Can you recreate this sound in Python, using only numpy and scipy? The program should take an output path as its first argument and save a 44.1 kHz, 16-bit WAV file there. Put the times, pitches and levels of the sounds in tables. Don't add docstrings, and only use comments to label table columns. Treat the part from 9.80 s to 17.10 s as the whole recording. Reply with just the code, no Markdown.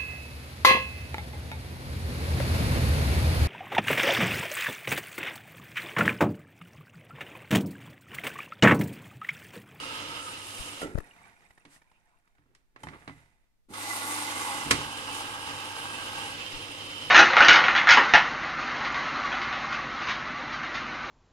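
import sys
import numpy as np
from scipy import signal
from scipy.fft import rfft, irfft
from scipy.io import wavfile
from scipy.ndimage import map_coordinates

SR = 44100
rng = np.random.default_rng(int(sys.argv[2]) if len(sys.argv) > 2 else 0)


def wav_out(sig):
    wavfile.write(sys.argv[1], SR, np.round(np.clip(np.atleast_2d(sig).T, -1, 1) * 32767).astype(np.int16))


N = 321930
TIME, HZ = np.arange(N) / SR, np.fft.rfftfreq(N, 1 / SR)
TOP_HZ = 15600

# (opens [s], shuts [s])
VALVE_TIMES = [(-0.5, 1.025), (3.885, 7.5)]
# (jet stops drumming [s], splash [dB], spray [dB], hum [dB])
FILL_LEVELS = [(0.51, -46.5, -53.5, 1.5), (6.51, -45, -51, 3.5)]
# (frequency [Hz], level [dB])
SPRAY_TONE = [(60, -22), (500, -5), (1500, -2), (4000, -5.5), (6500, -3.5), (9300, 1), (11000, -6.5),
              (13000, -13.5), (15500, -23)]
# (pitch [Hz], level [dB], t60 [s]); t60 is the time to fade by 60 dB
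CABINET_NOTES = [(66.3, -14.5, 0.66), (110.2, -9, 0.49), (152, -5, 0.46), (238, -3.5, 0.17),
                 (283.8, 3.5, 0.26), (353.5, -2.5, 0.19), (457.5, -10.5, 0.19)]
# (frequency [Hz], level [dB])
PLASTIC_TONE = [(100, -4), (400, 0.5), (700, 4), (1100, 10), (2100, 10), (3100, 1.5), (3800, -0.5),
                (7000, -10.5), (9500, -13), (12000, -29), (16000, -45)]
# (time [s], how far open [0 to 1])
DRAWER_PATH = [(2.96, 0), (3.28, 1), (4.3, 1), (4.6, 0.6), (4.91, 0)]


def amp(db):
    return 10 ** (np.asarray(db) / 20)


def unit(x):
    return x / np.sqrt(np.mean(np.abs(x) ** 2) + 1e-20)


def colour(points, hz=HZ):
    f, db = np.transpose(points)
    return amp(np.interp(np.log(hz + 1), np.log(f), db))


def peaks(rows, hz=HZ):
    return np.sqrt(sum(amp(db) ** 2 / (1 + ((hz - f) / (0.41 * width)) ** 2) ** 2
                       for f, width, db in rows))


def wander(hz):
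    return unit(irfft(rfft(rng.standard_normal(N)) / (1 + (HZ / hz) ** 4), N))


def patter(per_s, spread_db):
    size = amp(spread_db * np.minimum(rng.exponential(1, (2, N)), 4))
    return unit(rng.standard_normal((2, N)) * size * (rng.random((2, N)) < per_s / SR))


def noise(gain, drops=0., per_s=1500):
    drops = np.clip(drops, 0, 1)
    hiss = np.sqrt(1 - drops) * rng.standard_normal((2, N))
    taps = np.sqrt(drops) * patter(per_s, spread_db=4.44)
    return unit(irfft(rfft(hiss + taps) * gain, N))


def burst(tone, envelope, tilt_db=0.):
    n = len(envelope)
    hz = np.fft.rfftfreq(n, 1 / SR)
    gain = colour(tone, hz) * amp(tilt_db * np.log2((hz + 200) / 2500))
    return envelope * unit(irfft(rfft(rng.standard_normal((2, n))) * gain, n))


def swell(s, rise, fall, db=0.):
    distance = (TIME - s) / np.where(TIME < s, rise, fall)
    return amp(db) * np.exp(-.5 * np.minimum(distance ** 2, 100))


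def add(mix, s, sound):
    part = mix[:, round(s * SR):][:, :sound.shape[-1]]
    part += sound[..., :part.shape[1]]


def opening():
    return np.clip(np.interp(TIME, *np.transpose(DRAWER_PATH)), 0, 1)


def panels():
    return peaks([(f, 8 / t60, db) for f, db, t60 in CABINET_NOTES])


def flow(opens, shuts, attack_s, release_s, air_s=0.05, air_db=-13.5):
    air = amp(air_db) * np.clip((TIME - opens) / air_s, 0, 1)
    water = 1 - np.exp(-np.maximum(TIME - opens - air_s, 0) / attack_s)
    return np.maximum(water, air) * np.exp(-np.maximum(TIME - shuts, 0) / release_s)


def drift(pair, share=.007):
    place = np.arange(N) + np.cumsum(share * wander(hz=4))
    return np.array([map_coordinates(x, [place], order=3, mode="mirror") for x in pair])


def housing(pair, wet=.4, t60=.09):
    t = np.arange(SR // 16) / SR
    echoes = rfft(rng.standard_normal((2, len(t))) * amp(-60 * t / t60), N)
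    share = wet * HZ / (HZ + 800)
    return irfft(rfft(pair) * (1 + share * unit(echoes)) / np.hypot(1, share), N)


def filling(cabinet_db=12.0, settle_s=0.041, settle_splash_db=-12.5, settle_spray_db=-5):
    # (frequency [Hz], level [dB])
    rush_tone = [(30, -12.5), (70, -11), (130, -7), (190, -11), (280, -13), (400, -11), (520, -1.5),
                 (680, -11), (900, -5.5), (2200, -7), (3500, -6.5), (6200, -16.5), (10000, -30),
                 (15000, -33)]
    # (time [s], level [dB])
    rush_levels = [(0.28, -43.5), (0.48, -47), (4.0, -48.5), (4.7, -42.5), (7.3, -43.5)]
    # (pitch [Hz], width [Hz], level [dB])
    nozzle_notes = [(2075, 130, 1.5), (2633, 38, 13.5), (2790, 300, 5.5), (2910, 100, 9), (2993, 110, 10),
                    (3137, 34, 14.5), (3320, 470, -2), (4910, 150, 7), (5330, 160, 8.5)]
    plain = amp(1.5) * noise(colour(rush_tone) * HZ / (HZ + 200), drops=0.1)
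    mist, jets = spray(), splashes()
    body = colour(rush_tone) * np.hypot(1, amp(cabinet_db) * panels())
    flicker = amp(0.84 * wander(7.1))
    ringing = flicker * drift(noise(body * np.hypot(1, peaks(nozzle_notes)), drops=0.092))
    rush = np.sqrt(1 - opening()) * ringing + np.sqrt(opening()) * plain
    rush *= amp(4.5 + np.interp(TIME, *np.transpose(rush_levels)))
    out = np.zeros((2, N))
    for (opens, shuts), (calms, jet_db, mist_db, _), jet in zip(VALVE_TIMES, FILL_LEVELS, jets):
        settled = 1 - np.exp(-np.maximum(TIME - calms, 0) / settle_s)
        jet_gain = amp(jet_db + settle_splash_db * settled)
        mist_gain = amp(mist_db + settle_spray_db * settled)
        out += flow(opens, shuts, attack_s=0.0011, release_s=0.031) * rush
        out += flow(opens, shuts, attack_s=0.054, release_s=0.08) * jet_gain * jet
        out += flow(opens, shuts, attack_s=0.049, release_s=0.067) * mist_gain * mist
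    churn = amp(0.37 * wander(33))
    return housing(out * churn)


def spray(open_boost_db=8):
    # (time [s], rise and fall [s], boost [dB])
    swells = [(0.767, 0.18, 10.5), (1.023, 0.021, 6), (3.944, 0.0081, 6), (4.11, 0.039, 3),
              (4.375, 0.078, 4.5), (4.766, 0.16, 5), (5.37, 0.04, 6.5)]
    swells_db = sum(db * swell(s, half, half) for s, half, db in swells)
    hiss = amp(4.5 + open_boost_db * opening() + swells_db) * sputter()
    sizzle = amp(1.0) * noise(peaks([(11800, 2500, 0)]))
    return hiss + opening() ** 4 * sizzle


def sputter(depth_db=1.54, count=8):
    spectrum = rfft(noise(colour(SPRAY_TONE), drops=0.4, per_s=4500))
    place = np.clip(HZ / TOP_HZ, 0, 1) * (count - 1)
    bands = (irfft(spectrum * np.maximum(1 - np.abs(place - k), 0), N) for k in range(count))
    return unit(sum(band * amp(depth_db * wander(16.0)) for band in bands))


def splashes(gap=0.16, closed_db=-16.5, flood_s=4.91, flood_db_per_s=2.5):
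    # (pitch [Hz], width [Hz], level [dB])
    first_notes = [(915, 110, -4.5), (994, 43, -6.5), (1243, 49, 4), (1330, 57, 1), (1550, 340, -8)]
    open_notes = [(295, 118, 1), (848, 150, 4.5), (1010, 90, -2.5), (1126, 136, 3), (1435, 120, 1),
                  (2046, 108, 4.5)]
    shut_notes = [(811, 28, 1.5), (882, 61, 0.5), (1120, 570, -5.5), (1320, 230, -14.5), (1590, 160, -4)]
    first = amp(2.0) * noise(peaks(first_notes), drops=0.38)
    open_splash = drift(noise(peaks(open_notes) * HZ / (HZ + 80), drops=0.43))
    shut_splash = np.sqrt(1 - opening()) * noise(peaks(shut_notes), drops=0.72)
    closed = np.maximum(1 - opening() / gap, 0)
    flood_db = flood_db_per_s * np.maximum(TIME - flood_s, 0)
    second = amp(7.0 + closed_db * closed) * open_splash + amp(4.5 - flood_db) * shut_splash
    return first, second


def valve(hum_fade_s=0.088, shake_rise_s=0.0069):
    # (pitch [Hz], level [dB])
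    hum_tones = [(100, -60), (300, -63)]
    # (time [s], level [dB], pitch [Hz], t60 [s], upper rattle [dB])
    shudders = [(1.013, -29, 465, 0.17, -0.5), (1.029, -34.5, 325, 0.45, -7), (3.885, -52, 293, 0.38, -18),
                (3.903, -44, 286, 0.23, -28)]
    on = sum(amp(hum_db) * np.clip(np.minimum(TIME - opens, shuts - TIME) / hum_fade_s, 0, 1)
             for (opens, shuts), (*_, hum_db) in zip(VALVE_TIMES, FILL_LEVELS))
    hum = sum(np.sqrt(2) * amp(db) * np.sin(2 * np.pi * f * TIME) for f, db in hum_tones)
    out = np.zeros((2, N))
    out[0] = on * amp(0.55 * wander(2.9)) * hum
    for s, db, hz, t60, rattle_db in shudders:
        age = np.maximum(TIME - s, 0)
        notes = [(hz, 1.15 * hz, 0), (1370, 130, rattle_db), (2000, 500, rattle_db - 11.5)]
        out += noise(peaks(notes)) * amp(db - 60 * age / t60) * np.minimum(age / shake_rise_s, 1)
    return out


def room(level_db=-70.5):
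    # (frequency [Hz], level [dB])
    room_tone = [(20, 6.5), (100, -11.5), (300, -18.5), (1000, -28), (4000, -32), (15000, -38.5)]
    return amp(level_db) * noise(colour(room_tone))


def hand_bumps(rustle_s=0.0016):
    # (time [s], level [dB], swing time [s], rustle [dB], rustle brightness [dB per octave])
    bumps = [(0.808, -40.5, 0.0034, -70, -2), (1.1556, -24, 0.0014, -34, 1), (1.1786, -36, 0.005, -31, 0.5),
             (1.1857, -29.5, 0.0018, -31, 4), (1.205, -48, 0.0092, -39, 3.5), (6.759, -46, 0.0064, -81, 3)]
    # (frequency [Hz], level [dB])
    skin_tone = [(60, -36), (400, 16), (900, -2), (1700, 0.5), (2300, -25), (5000, -29), (14000, -39)]
    out = np.zeros((2, N))
    age = np.arange(SR // 20) / SR / rustle_s
    for s, db, swing_s, rustle_db, bright_db in bumps:
        swing = (TIME - s) / swing_s
        sides = amp([[db + 6.5], [db - 15.0]])
        out += sides * swing * np.exp(1 - np.abs(swing))
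        rustle = burst(skin_tone, amp(rustle_db) * age * np.exp(1 - age), bright_db)
        add(out, s - .002, rustle * amp([[4], [-4]]))
    return out


def ebb(start, hold, db, fall_db_per_s, rise_s=0.024):
    age = TIME - start
    return np.clip(age / rise_s, 0, 1) * amp(db - fall_db_per_s * np.maximum(age - hold, 0))


def hose(hz=HZ):
    # (frequency [Hz], level [dB])
    trickle_tone = [(200, -2), (550, -7.5), (1150, -7), (1750, -3), (2400, -5), (3200, -14), (5000, -19),
                    (9000, -23), (15000, -34)]
    # (pitch [Hz], width [Hz], level [dB])
    hollows = [(702, 65, 7), (877, 160, 7.5), (1440, 140, -1), (2330, 200, -2), (3760, 210, 6)]
    return colour(trickle_tone, hz) * np.hypot(1, peaks(hollows, hz))


def bubble(hz, cycles, rise=0.55):
    t = np.arange(SR // 20) / SR
    return np.sin(2 * np.pi * hz * (t + rise * t ** 2)) * np.exp(-hz * t / cycles) * (1 - np.exp(-hz * t))


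def bubbles(timbre, per_s, low_hz, high_hz, spread_db):
    out = np.zeros((2, N))
    draws = rng.random((int(per_s * N / SR), 4))
    pitches = low_hz * (high_hz / low_hz) ** draws[:, 0]
    for hz, gain, (_, when, size, side) in zip(pitches, timbre(pitches), draws):
        strength = gain * hz * amp(spread_db * min(-np.log(size), 3))
        angle = 2 * np.pi * side
        channels = np.array([[np.cos(angle)], [np.sin(angle)]])
        add(out, when * TIME[-1], strength * channels * bubble(hz, cycles=13))
    return unit(out)


def runoff(fizz_fall_ratio=1.04):
    # (start [s], hold [s], trickle [dB], fizz [dB], trickle fade [dB per s])
    runs = [(1.047, 0.058, -59.5, -69, 16), (2.983, 0.4, -65, -72.5, 79)]
    trickle_gains = [ebb(s, hold, db, fall) for s, hold, db, _, fall in runs]
    fizz_gains = [ebb(s, hold, db, fizz_fall_ratio * fall) for s, hold, _, db, fall in runs]
    gulps = unit(amp(1.8 * wander(12)))
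    gurgle = amp(1.0) * bubbles(hose, per_s=420, low_hz=550, high_hz=2700, spread_db=4)
    spits = bubbles(lambda hz: colour(SPRAY_TONE, hz),
                    per_s=260, low_hz=5000, high_hz=13000, spread_db=5.5)
    trickle = amp(3.5) * noise(hose(), drops=0.21, per_s=790)
    fizz = amp(0.5) * housing(noise(colour(SPRAY_TONE) * HZ / (HZ + 5000), drops=0.3))
    water = gulps * (sum(trickle_gains) * trickle + trickle_gains[0] * gurgle)
    return water + sum(fizz_gains) * fizz + fizz_gains[0] * spits


def drips(splat_rise_s=0.0041, splat_t60=0.035, ring_s=0.004):
    # (time [s], plink [dB], pitch [Hz], splat [dB])
    landings = [(1.31, -44.5, 2820, -63), (1.336, -51, 2350, -62), (1.362, -49, 1420, -47.5),
                (1.564, -54, 2400, -78), (1.706, -48, 1930, -49), (1.776, -46, 1790, -48),
                (1.962, -46, 1840, -53), (2.017, -52, 1770, -51), (2.114, -57, 1020, -54),
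                (2.474, -68, 1190, -58), (2.55, -66, 745, -60)]
    t = np.arange(SR // 20) / SR
    plinks, splats = np.zeros((2, N)), np.zeros((1, N))
    for s, db, hz, splat_db in landings:
        add(splats, s, amp(splat_db - 60 * t / splat_t60) * np.minimum(t / splat_rise_s, 1))
        add(plinks, s, amp(db) * bubble(hz, cycles=hz * ring_s))
    return plinks + splats * noise(hose())


def drawer_knocks(crack_t60=0.031, tail_t60=0.21, room_t60=1.0, buzz_t60=0.75):
    # (time [s], level [dB], brightness [dB per octave],
    # cabinet against the knock [dB], tray against the knock [dB])
    knocks = [(1.852, -47, 0.5, -10.5, -16), (2.583, -63.5, -3.5, -7.5, -11), (2.7493, -55, 5.5, -35, -18),
              (2.961, -45.5, -3, -36, -10), (3.033, -47, 12, -22, -12), (3.035, -40, -3, -9.5, 6.5),
              (3.070, -39.5, -5, -17, -4), (3.086, -42, 0, -14, 8), (3.2771, -36, -1.5, -9.5, -27),
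              (4.857, -40, -3, -0.5, -11), (4.9069, -27.5, 14, -9.5, -3), (4.909, -17, -0.5, -11.5, -4),
              (4.9105, -11, 5.5, -40, -12.5)]
    # (pitch [Hz], width [Hz], level [dB])
    buzz_notes = [(2030, 43, -4)]
    t = np.arange(SR * 3 // 4) / SR
    out, buzz_gain = np.zeros((2, N)), np.zeros((1, N))
    fade = amp(-60 * t / crack_t60) + amp(-13.5 - 60 * t / tail_t60) + amp(-32.0 - 60 * t / room_t60)
    for s, db, bright_db, cabinet_db, tray_db in knocks:
        knock = burst(PLASTIC_TONE, fade, bright_db) + amp(tray_db) * tray_ring(t)
        knock[0] += amp(cabinet_db) * cabinet_boom(t, bright_db)
        add(out, s, amp(db) * knock * np.minimum(t / 0.00021, 1))
        pulled_out = np.interp(s, *np.transpose(DRAWER_PATH))
        add(buzz_gain, s, pulled_out * amp(db - 23.5 - 60 * t / buzz_t60))
    return out + buzz_gain * noise(peaks(buzz_notes))


def tray_ring(t, uneven_db=3.5):
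    # (pitch [Hz], level [dB], t60 [s])
    tray_notes = [(865, -12.5, 0.085), (1900, -8, 0.04), (3100, -17.5, 0.067)]
    return sum(amp(db + uneven_db * rng.standard_normal() - 60 * t / t60)
               * np.sin(2 * np.pi * (f * t + rng.random((2, 1)))) for f, db, t60 in tray_notes)


def cabinet_boom(t, bright_db, build_cycles=0.53, judder=.03):
    out = np.zeros(len(t))
    for f, db, t60 in CABINET_NOTES:
        build = 1 - np.exp(-f * t / build_cycles)
        swing = build * amp(db + 2 * bright_db * np.log2(f / 290) - 60 * t / t60)
        slip = np.cumsum(rng.standard_normal(len(t))) * np.sqrt(judder * f / (2 * np.pi * SR))
        out += swing * np.sin(2 * np.pi * (f * t + slip + rng.random()))
    return out


def finger_grip(time_s=1.942, spread_s=0.029, level_db=-57.5):
    rub = noise(colour(PLASTIC_TONE) + 4.4 * colour(SPRAY_TONE), drops=0.22, per_s=2100)
    return swell(time_s, spread_s, spread_s, level_db) * rub


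def water_notes():
    # (peak time [s], rise [s], fall [s], level [dB], pitch [Hz], width [Hz])
    notes = [(2.152, 0.014, 0.021, -69, 2560, 700), (2.34, 0.02, 0.018, -70.5, 1010, 400),
             (3.938, 0.002, 0.027, -41.5, 1230, 445), (4.69, 0.031, 0.022, -36, 990, 352),
             (6.47, 0.68, 0.096, -47.5, 1574, 120), (7.25, 0.22, 0.08, -45.5, 3076, 65)]
    return sum(swell(s, rise, fall, db) * noise(peaks([(hz, width, 0)]))
               for s, rise, fall, db, hz, width in notes)


def drawer_slides(panel_db=-4.0):
    # (peak time [s], rise [s], fall [s], rumble [dB], rattle [dB])
    strokes = [(2.69, 0.07, 0.095, -73.5, -80.5), (3.085, 0.058, 0.048, -56.5, -65),
               (3.142, 0.014, 0.021, -52, -48.5), (3.232, 0.021, 0.026, -64, -59),
               (3.29, 0.0086, 0.022, -66, -51), (4.98, 0.012, 0.06, -41.5, -62)]
    # (frequency [Hz], level [dB])
    rail_tone = [(35, -35), (70, -12), (140, 3), (200, -1), (290, -0.5), (450, -3), (650, -17), (3000, -28),
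                 (8000, -47)]
    rumble = noise(colour(rail_tone) * np.hypot(1, amp(panel_db) * panels()), drops=0.28, per_s=800)
    rattle = noise(colour(PLASTIC_TONE) / (1 + (HZ / 2800) ** 2), drops=0.71, per_s=400)
    return sum(swell(s, rise, fall) * (amp(rumble_db) * rumble + amp(rattle_db) * rattle)
               for s, rise, fall, rumble_db, rattle_db in strokes)


def microphone(pair):
    # (frequency [Hz], likeness [0 to 1], left leads by [radians], left minus right [dB])
    holes = [(59.6, 1, 0.63, -4.5), (295, 0.95, 0.52, -3), (594, 0.84, 0.75, -1.5), (840, 0.95, 0.74, 2),
             (1236, 1, 1.74, -4.5), (1605, 0.63, 2.7, -5), (2040, 0.39, 4.57, -10),
             (3570, 0.27, 4.67, -1.5), (6800, 0.1, 5, -4), (9900, 0.13, 4.6, 5)]
    f, *columns = np.transpose(holes)
    same, lead, balance_db = (np.interp(np.log(HZ + 1), np.log(f), c) for c in columns)
    same = np.clip(same, 0, 1)
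    left, other = rfft(pair)
    right = same * left * np.exp(-1j * lead) + np.sqrt(1 - same ** 2) * other
    gains = unit(amp([balance_db / 2, -balance_db / 2]))
    return irfft(np.array([left, right]) * gains / np.sqrt(np.mean(gains ** 2, axis=0)), N)


def scene():
    water = filling() + water_notes() + valve() + runoff() + drips()
    drawer = drawer_slides() + finger_grip() + drawer_knocks()
    return microphone(water + drawer) + hand_bumps() + room()


def record(dry):
    treble_cut = signal.firwin(401, TOP_HZ, window=("kaiser", 9), fs=SR)
    return signal.oaconvolve(np.tanh(dry), treble_cut[None], "same")


dry = scene()
out = record(dry)
wav_out(out)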